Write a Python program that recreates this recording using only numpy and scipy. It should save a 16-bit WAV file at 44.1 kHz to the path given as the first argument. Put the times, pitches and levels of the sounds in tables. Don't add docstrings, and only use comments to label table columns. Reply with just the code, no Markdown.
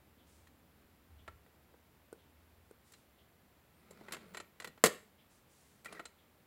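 import sys
import numpy as np
from scipy import signal
from scipy.fft import rfft, irfft
from scipy.io import wavfile
from scipy.ndimage import uniform_filter1d

SR = 44100
rng = np.random.default_rng(int(sys.argv[2]) if len(sys.argv) > 2 else 0)


def persist_wave(psi):
    counts = np.round(np.clip(psi, -1, 1) * 32767).astype(np.int16)
    wavfile.write(sys.argv[1], SR, np.atleast_2d(counts).T)


N = 285061
TIME = np.arange(N) / SR
BINS_HZ = np.fft.rfftfreq(2048, 1 / SR)

# pitch_hz, level_db, t60_s
BODY_MODES = [(157, -32, 0.21), (206, -36, 0.3), (266, -36, 0.19), (315, -32, 0.2), (361, -29, 0.19),
              (414, -33, 0.3), (478, -32, 0.21), (574, -40, 0.3), (616, -32, 0.18), (985, -36, 0.18),
              (1030, -34, 0.17), (1100, -37, 0.21), (1153, -35, 0.21), (1377, -33, 0.18), (1436, -31, 0.18),
              (1815, -33, 0.17), (1858, -35, 0.2), (1908, -31, 0.19), (2315, -35, 0.19), (2745, -44, 0.21),
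              (3203, -40, 0.16), (4447, -38, 0.14), (4947, -39, 0.17), (6424, -32, 0.17), (6938, -35, 0.17),
              (7758, -39, 0.17), (8281, -37, 0.17), (9450, -36, 0.17), (12296, -35, 0.17)]


def lever_snap(body_db=-5.5, rebound_db=-13, rebound_s=0.0199, rise_s=0.0004, low_cut_hz=135):
    # start_s, strength_db, bass_db, t60_s
    hits = [(4.839, 16.5, -2, .013), (4.8433, 13.5, 0, .09), (4.8569, 10, 3, .05),
            (4.8613, 10.5, -1.5, .04), (4.8687, 3.5, -2.5, .02)]
    # frequency_hz, level_db
    clack_colour = [(40, -33), (110, -26.5), (180, -2.5), (260, -9), (370, 5.5), (600, -2), (790, -9),
                    (1200, -7), (1900, -9.5), (3500, -12.5), (4600, -11), (5700, -16), (7300, -10.5),
                    (9500, -12.5), (13000, -17.5), (16000, -27)]
    # pitch_hz, level_db, t60_s
    flex_modes = [(440, -8.5, 0.011), (352, -21, 0.034), (1010, -18.5, 0.019), (7600, -12.5, .007),
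                  (640, -21.5, 0.012), (2090, -17.5, 0.023)]
    # pitch_hz, level_db, t60_s
    thump_modes = [(78, -47.5, 0.2)]
    out = np.zeros(N)
    for start_s, strength_db, bass_db, t60_s in hits:
        colour_db = curve_at(clack_colour, BINS_HZ) + bass_db * share_below(650)
        add(out, start_s, amp(strength_db) * equalise(chatter(t60_s, rise_s), colour_db))
    snap_s = hits[0][0]
    flex = low_cut(ring(flex_modes), low_cut_hz)
    add(out, snap_s + rise_s, flex + amp(body_db) * ring(BODY_MODES))
    add(out, snap_s + rebound_s, amp(rebound_db) * flex)
    out = low_cut(out, low_cut_hz)
    add(out, snap_s, ring(thump_modes))
    return out


def steel_clicks(trim_db=-1, body_db=-22, t60_s=0.044, rise_s=0.00091, spread_db=4):
    # start_s, strength_db, bass_db, treble_db, top_hz
    contacts = [(0.4706, -32, -11, -5, 16000), (1.2776, -16, -1, -13, 12900), (1.462, -41, 11, -8, 16400),
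                (1.739, -39, 15, -27, 16000), (2.9203, -44.5, 10, 19.5, 16000), (2.936, -28, -19, 3, 9100),
                (3.9079, -39.5, 20.5, 13.5, 16200), (4.01, -37, 21, -5, 16000),
                (4.0829, -17, -2.5, -14.5, 13900), (4.1085, -22, -2, -16, 16000),
                (4.1216, -12, -10, 4.5, 13500), (4.1334, -12, -6.5, -4, 16000),
                (4.1445, -11.5, -18, -7.5, 10700), (4.1502, -22.5, -3, -21, 11200),
                (4.166, -20.5, 0, -9, 13400), (4.338, -34, 4, 2, 14100), (4.3461, -14, -4, -6.5, 11300),
                (4.3703, -11.5, -6.5, -4.5, 12500), (4.3998, -16, -1, -2.5, 9600),
                (4.6, -15.5, -8.5, -0.5, 12100), (4.621, -23, 0, 0, 10400), (4.6447, -10.5, -7, -4, 15900),
                (4.6731, -22, 1.5, 1.5, 16000), (4.776, -30.5, 4, -7.5, 16000),
                (5.8459, -30, 1.5, 8, 16070), (5.857, -17.5, -3.5, -3, 14600), (5.866, -26, -5, -6, 12400),
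                (5.9251, -21, 5, 1.5, 11500), (5.9947, -12.5, 0, -15, 12660), (6.054, -20, -4, 4.5, 9600)]
    # frequency_hz, level_db
    contact_colour = [(40, -16.5), (150, -13.5), (400, 10), (820, 4.5), (1250, 5.5), (1850, 2), (2600, 1),
                      (4500, -3), (5800, -8), (7200, -6.5), (9000, -8), (11000, -10), (15000, -10)]
    # centre_hz, width_hz, lift_db
    plate_peaks = [(1364, 110, 6.5), (1930, 240, 8), (4080, 130, 9), (7470, 550, 8), (8650, 380, 4),
                   (10600, 350, 5.5), (12850, 200, 5)]
    out = np.zeros(N)
    body = amp(body_db) * ring(BODY_MODES)
    for start_s, strength_db, bass_db, treble_db, top_hz in contacts:
        offsets_db = spread_db * rng.standard_normal(len(plate_peaks))
        plate_db = sum((lift_db + offset_db) * resonance(BINS_HZ, centre_hz, width_hz)
                       for (centre_hz, width_hz, lift_db), offset_db in zip(plate_peaks, offsets_db))
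        hardness_db = treble_db * (1 - share_below(3500)) + 10 * np.log10(share_below(top_hz, order=14))
        tone_db = curve_at(contact_colour, BINS_HZ) + bass_db * share_below(1000)
        click = equalise(chatter(t60_s, rise_s), tone_db + hardness_db + plate_db)
        add(out, start_s, amp(strength_db + trim_db) * click)
        add(out, start_s, amp(strength_db) * equalise(body, hardness_db))
    return out


def plate_friction(grain_db=2.5):
    # start_s, length_s, scrape_db, boom_db
    slides = [(3.598, 0.97, -63, -61.5), (4.61, .13, -72, -59.5), (5.82, 0.23, -57.5, -65)]
    # frequency_hz, level_db
    scrape_colour = [(120, -45), (220, -8.5), (400, 8), (650, -1), (950, -4), (1380, 1.5), (1650, -8.5),
                     (2200, -2), (3000, -14.5), (4200, -10.5), (6000, -20), (9000, -20), (15000, -27.5)]
    grains = unit_rms(amp(grain_db * wobble(N, smooth_samples=200)))
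    scrape = coloured_noise(scrape_colour) * grains
    boom = noise_band(190, width_hz=77)
    out = np.zeros(N)
    for start_s, length_s, scrape_db, boom_db in slides:
        pressure = stroke(start_s, length_s, attack=0.65, release=0.4)
        out += pressure * (amp(scrape_db) * scrape + amp(boom_db) * boom)
    return out


def steel_squeaks(jitter_hz=90):
    # start_s, end_s, first_hz, last_hz, level_db
    glides = [(3.7, 3.88, 8400, 9300, -84), (4.23, 4.36, 9400, 9000, -81), (4.26, 4.37, 15500, 15300, -77),
              (4.34, 4.57, 13300, 11600, -81), (5.845, 5.867, 2350, 2330, -56),
              (5.876, 5.9, 2430, 2390, -54), (5.948, 5.97, 2150, 2000, -57),
              (5.964, 5.986, 1600, 1680, -58), (5.966, 5.992, 1900, 1950, -54)]
    out = np.zeros(N)
    for start_s, end_s, first_hz, last_hz, level_db in glides:
        size = int((end_s - start_s) * SR)
        pitch_hz = np.linspace(first_hz, last_hz, size) + jitter_hz * wobble(size, smooth_samples=40)
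        tone = np.sqrt(2) * np.sin(2 * np.pi * np.cumsum(pitch_hz) / SR)
        add(out, start_s, amp(level_db) * np.hanning(size) * tone)
    return out


def dull_knocks(tick_db=1, low_cut_hz=150):
    # start_s, level_db
    blows = [(2.1279, -39), (2.711, -46.5)]
    # pitch_hz, level_db, t60_s
    knock_modes = [(440, 3, 0.02), (262, -21, 0.044), (790, -33, 0.0085), (1480, -13.5, 0.038),
                   (8630, -11, 0.012)]
    out = np.zeros(N)
    note = low_cut(ring(knock_modes), low_cut_hz)
    for start_s, level_db in blows:
        add(out, start_s, amp(level_db) * note)
        add(out, start_s, amp(level_db + tick_db) * chatter(t60_s=0.022, rise_s=0.00026))
    return out


def arm_rustle(shuffle_db=-74.5):
    # start_s, length_s, level_db
    moves = [(0.243, 0.31, -73), (2.826, 0.29, -73.5), (5.284, 0.19, -73), (5.45, 0.54, -72)]
    # frequency_hz, level_db
    brush_colour = [(1500, -11), (4000, -6), (6000, -4.5), (7700, -2.5), (10000, -5), (13000, -17),
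                    (16000, -37)]
    settling = stroke(start_s=0, length_s=1.65, attack=0.034, release=0.63)
    shuffle = amp(shuffle_db) * settling * noise_band(243, width_hz=190)
    return shuffle + coloured_noise(brush_colour) * strokes(moves, attack=0.17, release=0.74)


def room_reverb(near, wet_db=-17, treble_db=-6.5, build_s=0.0032):
    # frequency_hz, t60_s
    decay_times = [(100, 0.17), (300, 0.35), (1000, .27), (2800, 0.37), (6000, 0.35), (15000, 0.36)]
    hz, t, noise = signal.stft(rng.standard_normal(SR // 2), SR, nperseg=256)
    fall_db = -60 * t / curve_at(decay_times, hz)[:, None]
    colour_db = curve_at([(2500, 0), (6000, treble_db)], hz)[:, None]
    _, tail = signal.istft(noise * amp(fall_db + colour_db), SR, nperseg=256)
    tail *= 1 - np.exp(-(TIME[:len(tail)] / build_s) ** 2)
    return amp(wet_db) * signal.fftconvolve(near, tail / np.linalg.norm(tail))[:N]


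def far_clock(first_s=0.18, tick_db=-68, rise_s=0.01, fade_s=0.04):
    out, t = np.zeros(N), TIME[:SR // 4]
    envelope = amp(tick_db) * (1 - np.exp(-t / rise_s)) * np.exp(-t / fade_s)
    for second in np.arange(N / SR):
        add(out, first_s + second, envelope * noise_band(3250, width_hz=1100, size=len(t)))
    return out


def room_tone(hiss_db=-68, rumble_db=-71.5, fall_db_per_s=1.05, whine_db=-93):
    # start_s, length_s, level_db
    swells = [(0.347, 0.1, -69), (1.078, 0.2, -62.5), (1.232, 0.22, -64), (2.253, 0.51, -74.5)]
    # frequency_hz, level_db
    air_colour = [(25, -17.5), (45, -6.5), (80, 0.5), (150, 1), (220, 1), (320, -2.5), (500, -4.5),
                  (1000, -8.5), (2100, -12), (4000, -18), (6500, -24), (9000, -23.5), (12500, -18.5),
                  (15500, -19)]
    rumble = noise_band(78, width_hz=22)
    rumble /= np.sqrt(uniform_filter1d(rumble ** 2, size=3000) + 0.069)
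    rumble *= amp(rumble_db - fall_db_per_s * TIME) + strokes(swells, attack=0.25, release=0.48)
    hiss = amp(hiss_db) * coloured_noise(air_colour)
    whine = amp(whine_db) * noise_band(7300, width_hz=260)
    return hiss + rumble + whine


def ring(modes):
    t = TIME[:SR // 2]
    return sum((-1) ** k * amp(level_db - 60 * t / t60_s) * np.sin(2 * np.pi * pitch_hz * t)
               for k, (pitch_hz, level_db, t60_s) in enumerate(modes))


def chatter(t60_s, rise_s, size=4096):
    t = TIME[:size]
    envelope = amp(-60 * t / t60_s) * (1 - np.exp(-(t + 1 / SR) / rise_s))
    burst = rng.standard_normal(size) * envelope
    for _ in range(3):
        spectrum = rfft(burst)
        band_power = uniform_filter1d(abs(spectrum) ** 2, size=70)
        burst = irfft(spectrum / np.sqrt(band_power + 1e-9))
    burst[-size // 8:] = 0
    return burst / np.linalg.norm(burst)


def equalise(sound, gain_db):
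    log_gain = np.log(amp(np.r_[gain_db, gain_db[-2:0:-1]]))
    pulse = np.fft.ifft(np.exp(np.conj(signal.hilbert(log_gain)))).real
    return signal.fftconvolve(sound, pulse)


def low_cut(sound, edge_hz):
    return signal.sosfilt(signal.butter(2, edge_hz, "high", fs=SR, output="sos"), sound)


def stroke(start_s, length_s, attack, release):
    progress = (TIME - start_s) / length_s
    ramp = np.minimum(progress / attack, (1 - progress) / release)
    return np.sin(np.pi / 2 * np.clip(ramp, 0, 1)) ** 2


def strokes(moves, attack, release):
    return sum(amp(db) * stroke(start_s, length_s, attack, release) for start_s, length_s, db in moves)


def coloured_noise(colour):
    gain = amp(curve_at(colour, np.fft.rfftfreq(N, 1 / SR)))
    return unit_rms(irfft(rfft(rng.standard_normal(N)) * gain, N))


def noise_band(centre_hz, width_hz, size=N):
    gain = resonance(np.fft.rfftfreq(size, 1 / SR), centre_hz, width_hz)
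    return unit_rms(irfft(rfft(rng.standard_normal(size)) * gain, size))


def wobble(size, smooth_samples):
    return unit_rms(uniform_filter1d(rng.standard_normal(size), size=smooth_samples))


def resonance(hz, centre_hz, width_hz):
    return 1 / (1 + (2 * (hz - centre_hz) / width_hz) ** 2)


def share_below(edge_hz, order=4):
    return 1 / (1 + (BINS_HZ / edge_hz) ** order)


def curve_at(points, hz):
    points_hz, values = np.transpose(points)
    return np.interp(np.log(hz + 1), np.log(points_hz + 1), values)


def amp(db):
    return 10 ** (np.asarray(db) / 20)


def unit_rms(sound):
    return sound / np.sqrt(np.mean(sound ** 2) + 1e-20)


def add(mix, start_s, sound):
    part = mix[round(start_s * SR):][:len(sound)]
    part += sound[:len(part)]


def scene():
    near = steel_clicks() + lever_snap() + dull_knocks()
    near += plate_friction() + arm_rustle() + steel_squeaks()
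    return (near + room_reverb(near) + far_clock() + room_tone())[None]


def record(dry):
    top_hz = 15950
    low_pass = signal.firwin(301, top_hz, window=("kaiser", 8), fs=SR)
    return signal.oaconvolve(dry, low_pass[None], "same")


dry = scene()
out = record(dry)
persist_wave(out)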